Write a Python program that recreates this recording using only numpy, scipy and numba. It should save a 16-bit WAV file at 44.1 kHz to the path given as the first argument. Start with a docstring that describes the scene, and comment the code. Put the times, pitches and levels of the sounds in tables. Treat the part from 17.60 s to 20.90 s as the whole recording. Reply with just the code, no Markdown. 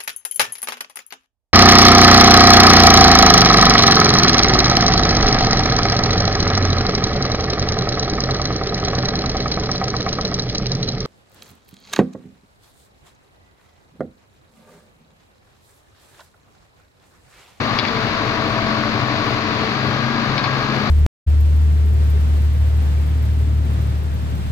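"""An outdoor yard, where a wheeled excavator works close by, louder in the left channel.
Its four-cylinder diesel drones, chugs and knocks: steady lines, a ringing silencer and blows on the block.
The pump's whine gains overtones and the engine speed sags while the boom lifts; the cooling fan hums.
Shaped noise makes the exhaust rumble and the rush of air; the steel grab clanks as ringing cracks."""
import sys
import numpy as np
from scipy import signal
from scipy.fft import rfft, irfft
from scipy.io import wavfile
from scipy.ndimage import uniform_filter1d, map_coordinates
from numba import njit

SR = 44100
rng = np.random.default_rng(int(sys.argv[2]) if len(sys.argv) > 2 else 0)


def bounce(signal):
    """Save signal as a 16-bit WAV file at the path given by the first command-line argument."""
    frames = np.transpose(np.atleast_2d(signal))
    limited = np.clip(frames, -1, 1)
    pcm = np.round(limited * 32767).astype(np.int16)
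    wavfile.write(sys.argv[1], SR, pcm)


N = 145530
T = np.arange(N) / SR
FREQS = np.maximum(np.fft.rfftfreq(N, 1 / SR), 1)

# Crankshaft speed. Each row: time in seconds, speed in turns per second, before a slight waver.
CRANK_SPEED = [(0, 25.9), (.21, 26.1), (.32, 24.95), (.5, 24.42), (1.05, 24.28), (2.03, 24.36),
               (2.16, 25.6), (2.7, 25.88), (2.86, 25.4), (3.05, 26.2), (3.3, 26.1)]
SPEED_WAVER = 0.001918  # spread, as a share of the speed
# Hydraulic load. Each row: time in seconds, load as a share from 0 to 1.
HYDRAULIC_LOAD = [(0, 0.35), (.24, 0.06), (.36, 1), (1.4, 0.93), (2.06, 0.53), (2.18, 0.05), (3.3, 0)]

# Lines of the engine drone. Each entry: frequency as a multiple of the crankshaft speed.
DRONE_MULTIPLES = [2, 4, 4.5, 5, 6, 6.5, 8, 10, 10.5, 13, 15, 16, 24, 30, 40, 44, 46, 48, 63.5]
# Mean level of each of those lines. Each row: level in dB under full load, level in dB running free.
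DRONE_LEVELS = [(-49, -65), (-38.5, -40.5), (-40, -42), (-42, -42), (-46, -42), (-40, -48), (-47, -34),
                (-54, -38.5), (-45.5, -47), (-44, -42.5), (-51, -42.5), (-46, -43), (-44.5, -47),
                (-45.5, -45.5), (-39.5, -44), (-49, -38.5), (-37.5, -44), (-45, -38.5), (-58, -37)]
DRONE_WAVER_DB = 2.8

# Level of the silencer's chug. Each row: time in seconds, level in dB.
CHUG_LEVEL = [(0, -48), (.35, -38.5), (.9, -36.5), (1.3, -32.5), (1.7, -31.5), (2.05, -35), (2.25, -34),
              (2.8, -36.5), (3.3, -44)]
SILENCER_HZ, SILENCER_HALF_WIDTH_HZ = 298, 14
CHUG_PLACE = .54  # place of the puff in the two-turn engine cycle (0-1)

# Mean levels of the pump whine. Each row: time in seconds, then first, second and third partial in dB.
PUMP_PARTIAL_LEVELS = [(0, -33, -63, -70), (.26, -32, -56, -69), (.35, -36, -35, -35),
                       (.52, -31.5, -43, -32), (.7, -33, -37, -33.5), (1.0, -30.5, -49, -29),
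                       (1.3, -29.5, -61, -39), (1.55, -32, -46, -31), (1.8, -33, -38, -37),
                       (2.06, -34, -33, -33.5), (2.18, -35, -52, -72), (2.62, -26.5, -52, -61),
                       (2.82, -56, -50, -59), (3.15, -30, -58, -61), (3.3, -28.5, -54, -65)]
PISTONS, PUMP_WAVER_DB = 9, 1.73
# Mean level of the fan's hum. Each row: time in seconds, level in dB.
FAN_HUM_LEVEL = [(0, -35), (.22, -43), (.35, -28), (.6, -36.5), (1.45, -31.5), (2.0, -33.5), (2.27, -26.5),
                 (2.6, -30), (3.05, -28.5), (3.3, -35)]
FAN_PER_TURN, FAN_WAVER_DB = 5.16, 2  # hum cycles per crankshaft turn

# Spectrum of the exhaust rumble. Each row: frequency in Hz, base level in dB per Hz.
RUMBLE_SPECTRUM = [(22, -61), (36, -85), (55, -56.5), (78, -61.5), (105, -45.5), (135, -52.5), (165, -54.5),
                   (245, -53.5), (300, -55.5), (400, -58), (520, -58.5), (620, -56.5), (900, -64),
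                   (1500, -100)]
RUMBLE_PULSE, RUMBLE_SURGE_DB, RUMBLE_FREE_DB = 0.2, 1.23, -0.1  # throb depth, surge spread, free offset
# strength of the repeating part against fresh noise, under load and running free
RUMBLE_REPEAT, RUMBLE_REPEAT_FREE = 0.69, 0.32

# Spectrum of the engine bay's rush and clatter. Each row: frequency in Hz, base level in dB per Hz.
RUSH_SPECTRUM = [(150, -65), (400, -68), (700, -64), (1100, -56), (1700, -58.5), (2300, -60), (3100, -66.5),
                 (4500, -63.5), (5300, -74), (6800, -83.5), (8000, -105), (11000, -107), (13700, -101),
                 (15500, -107)]
# Swell of the rush. Each row: time in seconds, offset in dB from that spectrum.
RUSH_OFFSET = [(0, 1), (.2, 1), (.5, 1), (1.2, 0.5), (2.0, 1), (2.55, 0), (2.85, 0.5), (3.3, 0.5)]
RUSH_PULSE, RUSH_REPEAT = 0.11, 0.36  # pulse depth, repeating part against fresh noise
RUSH_FLICKER_DB = .5
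# share of the noise power that arrives scattered, unlike at the two microphones (0-1)
RUMBLE_DIFFUSE, RUSH_DIFFUSE = 0.035, 0.69

# Combustion knock of each cylinder. Each row: relative level in dB, delay as a share of the firing interval.
CYLINDER_KNOCKS = [(-5, 0), (-1, .19), (0, .09), (1, .22)]
# Engine block resonances. Each row: frequency in Hz, half-width in Hz, relative level in dB.
BLOCK_MODES = [(754, 120, -11), (1031, 85, -5.5), (1120, 56, 1), (1190, 126, -8.5), (1664, 170, -8),
               (2010, 300, -16.5)]
# Level of the knock, before its low-pass. Each row: time in seconds, level in dB.
KNOCK_LEVEL = [(0, -36), (.17, -26), (.25, -34), (.7, -28.5), (1.4, -28), (1.55, -30.5), (2.0, -33),
               (2.25, -30.5), (3.0, -29.5), (3.3, -34)]
KNOCK_SCATTER_DB, KNOCK_JITTER_S, KNOCK_TOP_HZ = 1, .00007, 3070
# share of the block's sound power that comes as distinct blows, under load and running free (0-1)
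BLOW_SHARE, BLOW_SHARE_FREE = .62, .3

# Clanks of the grab. Each row: start in seconds, relative level in dB, contact decay time constant
# in seconds, frequency in Hz where the contact drives hardest.
GRAB_CLANKS = [(0.1873, -10.5, 0.0022, 4350), (0.1946, -16, 0.005, 3800), (0.238, -22, 0.006, 3500),
               (0.2492, -19, 0.005, 2520), (.274, -26, 0.0028, 3600), (0.2804, -24.5, 0.0036, 3600),
               (0.356, -29, 0.011, 3500), (2.779, -19, 0.005, 3400), (2.7935, -23, 0.0022, 4200),
               (2.839, -23.5, 0.012, 4680), (2.8395, -20.5, 0.0049, 1200), (2.857, -24, 0.013, 1000)]
# Modes of the steel grab. Each row: frequency in Hz, relative level in dB before the contact's tilt.
GRAB_MODES = [(760, 5), (940, 7.5), (1630, 1), (2250, 3.5), (2500, -3), (3480, -0.5), (3811, -1),
              (4300, 0.5), (4650, -1.5), (5300, -6)]
CONTACT_DB_PER_OCTAVE, CRACK_HALF_WIDTH_HZ = 6, 195
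RING_DB, RING_T60_S = -9, .08  # ring relative to the crack, time to fall 60 dB
YARD_DB, YARD_DECAY_S, GRAB_TOP_HZ = -20.5, 0.03, 5550

# how much louder the left side is, and how much later the right side hears
LEFT_BASS_DB, LEFT_TREBLE_DB, MIC_LAG_S = 7, 6, 0.00015
GRAB_LEFT_DB, GRAB_LAG_S = 10.5, .00005

LIMIT_DB, LIMIT_ATTACK_S, LIMIT_RELEASE_S = -14, 0.0017, 0.1
TOP_HZ, FADE_S = 15200, .004


def undb(db):
    """Turn decibels into gain."""
    return 10 ** (np.asarray(db) / 20)


def unit(x):
    """Scale a sound to a standard deviation of 1."""
    return x / np.std(x)


def curve(rows):
    """Join (seconds, value) rows by straight lines."""
    return np.interp(T, *np.array(rows).T)


def by_load(loaded, free):
    """Slide a setting between its free and loaded values with the hydraulic load."""
    return free + (loaded - free) * curve(HYDRAULIC_LOAD)


def across(rows):
    """Join (Hz, value) rows on a log-frequency axis."""
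    hz, values = np.array(rows).T
    return np.interp(np.log(FREQS), np.log(hz), values)


def colour(x, rows):
    """Give a white sound a spectrum in dB per Hz."""
    spectrum = rfft(unit(x)) * undb(across(rows))
    return irfft(spectrum * np.sqrt(SR / 2), N)


def ring(x, modes):
    """Excite steep resonances: each (Hz, half-width, dB) band-pass is applied twice."""
    body = 0
    for hz, half_width, db in modes:
        detune = (FREQS ** 2 - hz * hz) / (2 * half_width * FREQS)
        body = body + undb(db) / (1 + 1j * detune) ** 2
    return irfft(rfft(x) * body, N)


def dull(x, top_hz):
    """Take off the treble with a steep low-pass."""
    return signal.sosfilt(signal.butter(8, top_hz, fs=SR, output="sos"), x)


def walk(rate):
    """Smooth random drift of spread near 1, with about `rate` fresh values a second."""
    hold = max(int(SR / rate), 2)
    steps = np.repeat(rng.standard_normal(N // hold + 2), hold)
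    smooth = uniform_filter1d(uniform_filter1d(steps, hold), hold)
    return unit(smooth[:N])


def repeating(turns):
    """A random rattle that comes back every two turns of the crankshaft."""
    loop = rng.standard_normal(3600)
    place = turns / 2 % 1 * len(loop)
    return unit(map_coordinates(loop, [place], mode="grid-wrap"))


def tone(phase, db, waver_db):
    """A sine line whose level wavers around an rms level in dB."""
    level = np.sqrt(2) * undb(db + waver_db * walk(7.0))
    return level * np.sin(2 * np.pi * (phase + rng.random()))


def microphones(x, left_db, lag_s):
    """The sound reaches the left microphone first and louder."""
    late = map_coordinates(x, [np.arange(N) - lag_s * SR], mode="mirror")
    return np.array([x, late]) * undb(np.array([[left_db], [-left_db]]) / 2)


def spread(source, turns, share, left_db):
    """A noise heard partly straight and partly scattered from the yard, unlike on each side."""
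    side_gain = undb(np.array([[left_db], [-left_db]]) / 2 - 0.5)
    scattered = np.array([source(turns), source(turns)]) * side_gain
    straight = microphones(source(turns), left_db, MIC_LAG_S)
    return np.sqrt(1 - share) * straight + np.sqrt(share) * scattered


def drone(turns):
    """Lines of the firing cycle; neighbours half a multiple apart beat once in two turns."""
    lines = zip(DRONE_MULTIPLES, DRONE_LEVELS)
    return sum(tone(k * turns, by_load(*levels), DRONE_WAVER_DB) for k, levels in lines)


def chug(turns):
    """One exhaust puff in each two-turn engine cycle rings the silencer."""
    times = np.interp(np.arange(int(turns[-1] / 2)) + CHUG_PLACE, turns / 2, T)
    puffs = np.zeros(N)
    puffs[(times * SR).astype(int)] = 1
    silencer = [(SILENCER_HZ, SILENCER_HALF_WIDTH_HZ, 0)]
    return unit(ring(puffs, silencer)) * undb(curve(CHUG_LEVEL))


def pump(turns):
    """Piston strokes whine at nine per turn, with two overtones."""
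    times, *partials = np.array(PUMP_PARTIAL_LEVELS).T
    whine = 0
    for number, levels in enumerate(partials, start=1):
        whine = whine + tone(number * PISTONS * turns, np.interp(T, times, levels), PUMP_WAVER_DB)
    return whine


def fan(turns):
    """The belt-driven cooling fan hums in proportion to crankshaft speed."""
    return tone(FAN_PER_TURN * turns, curve(FAN_HUM_LEVEL), FAN_WAVER_DB)


def rumble(turns):
    """Exhaust noise throbs with each firing, surges unevenly and repeats more exactly under load."""
    throb = 1 + RUMBLE_PULSE * np.cos(2 * np.pi * 2 * turns)  # two firings per turn
    surge = undb(RUMBLE_SURGE_DB * walk(16))
    repeat = by_load(RUMBLE_REPEAT, RUMBLE_REPEAT_FREE)
    gas = (rng.standard_normal(N) + repeat * repeating(turns)) / np.hypot(1, repeat)
    return colour(gas * throb * surge, RUMBLE_SPECTRUM) * undb(by_load(0, RUMBLE_FREE_DB))


def rush(turns):
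    """Cooling air and valve clatter, as noise pulsing lightly at the firing rate."""
    air = rng.standard_normal(N) + RUSH_REPEAT * repeating(turns)
    pulse = 1 + RUSH_PULSE * np.cos(2 * np.pi * 2 * turns)
    level_db = curve(RUSH_OFFSET) + RUSH_FLICKER_DB * walk(24.74)
    return colour(air * pulse, RUSH_SPECTRUM) * undb(level_db)


def knock(turns):
    """Cylinders strike the block in turn, each with its own strength; the block also shakes steadily."""
    firing = np.arange(int(2 * turns[-1]) - 1)
    strength_db, late = np.array(CYLINDER_KNOCKS)[firing % len(CYLINDER_KNOCKS)].T
    jitter = KNOCK_JITTER_S * rng.standard_normal(len(firing))
    scatter_db = KNOCK_SCATTER_DB * rng.standard_normal(len(firing))
    times = np.interp(firing + late, 2 * turns, T) + jitter
    blows = np.zeros(N)
    blows[np.clip((times * SR).astype(int), 0, N - 1)] = undb(strength_db + scatter_db)
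    struck = unit(ring(blows, BLOCK_MODES))
    shaking = unit(ring(rng.standard_normal(N), BLOCK_MODES))
    share = by_load(BLOW_SHARE, BLOW_SHARE_FREE)
    return (np.sqrt(share) * struck + np.sqrt(1 - share) * shaking) * undb(curve(KNOCK_LEVEL))


def grab():
    """Each contact cracks briefly and leaves the steel jaws ringing; the yard adds a short tail."""
    out = np.zeros(N)
    for start, db, decay, drive_hz in GRAB_CLANKS:
        age, struck = np.maximum(T - start, 0), T >= start
        tail = undb(YARD_DB) * np.exp(-age / YARD_DECAY_S)
        contact = struck * (np.exp(-age / decay) + tail)
        # modes sound weaker the further they lie from the driving frequency
        modes = [(hz, CRACK_HALF_WIDTH_HZ, gain_db - CONTACT_DB_PER_OCTAVE * abs(np.log2(hz / drive_hz)))
                 for hz, gain_db in GRAB_MODES]
        crack = unit(ring(contact * rng.standard_normal(N), modes)) * np.std(contact)
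        steel = unit(sum(undb(g) * np.sin(2 * np.pi * (hz * age + rng.random())) for hz, _, g in modes))
        fall = struck * np.exp(-np.log(1000) * age / RING_T60_S)
        out += undb(db) * (crack + undb(RING_DB) * steel * fall)
    return out


def scene():
    """One crankshaft drives engine, pump and fan; the grab clanks with a stronger lean to the left."""
    speed = curve(CRANK_SPEED) * (1 + SPEED_WAVER * walk(12))
    turns = np.cumsum(speed) / SR
    hum = microphones(drone(turns) + chug(turns) + pump(turns) + fan(turns), LEFT_BASS_DB, MIC_LAG_S)
    exhaust = spread(rumble, turns, RUMBLE_DIFFUSE, LEFT_BASS_DB)
    air = spread(rush, turns, RUSH_DIFFUSE, LEFT_TREBLE_DB)
    knocks = microphones(dull(knock(turns), KNOCK_TOP_HZ), LEFT_TREBLE_DB, MIC_LAG_S)
    clanks = microphones(dull(grab(), GRAB_TOP_HZ), GRAB_LEFT_DB, GRAB_LAG_S)
    return hum + exhaust + air + knocks + clanks


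@njit
def follow(x, attack, release):
    """Envelope that rises fast and falls slowly."""
    out, level = np.empty(len(x)), 0.
    for i in range(len(x)):
        level += (x[i] - level) * (attack if x[i] > level else release)
        out[i] = level
    return out


def record(dry):
    """The phone ducks both sides together on loud peaks and cuts the top; the ends fade briefly."""
    loudness = np.abs(dry).mean(axis=0)
    envelope = follow(loudness, 1 / (LIMIT_ATTACK_S * SR), 1 / (LIMIT_RELEASE_S * SR))
    gain = uniform_filter1d(1 / np.maximum(envelope / undb(LIMIT_DB), 1), size=128)
    fade = np.minimum(np.minimum(T, T[-1] - T) / FADE_S, 1)
    top_cut = signal.ellip(10, .2, 80, TOP_HZ, fs=SR, output="sos")
    return signal.sosfilt(top_cut, dry * gain * fade)


dry = scene()
out = record(dry)
bounce(out)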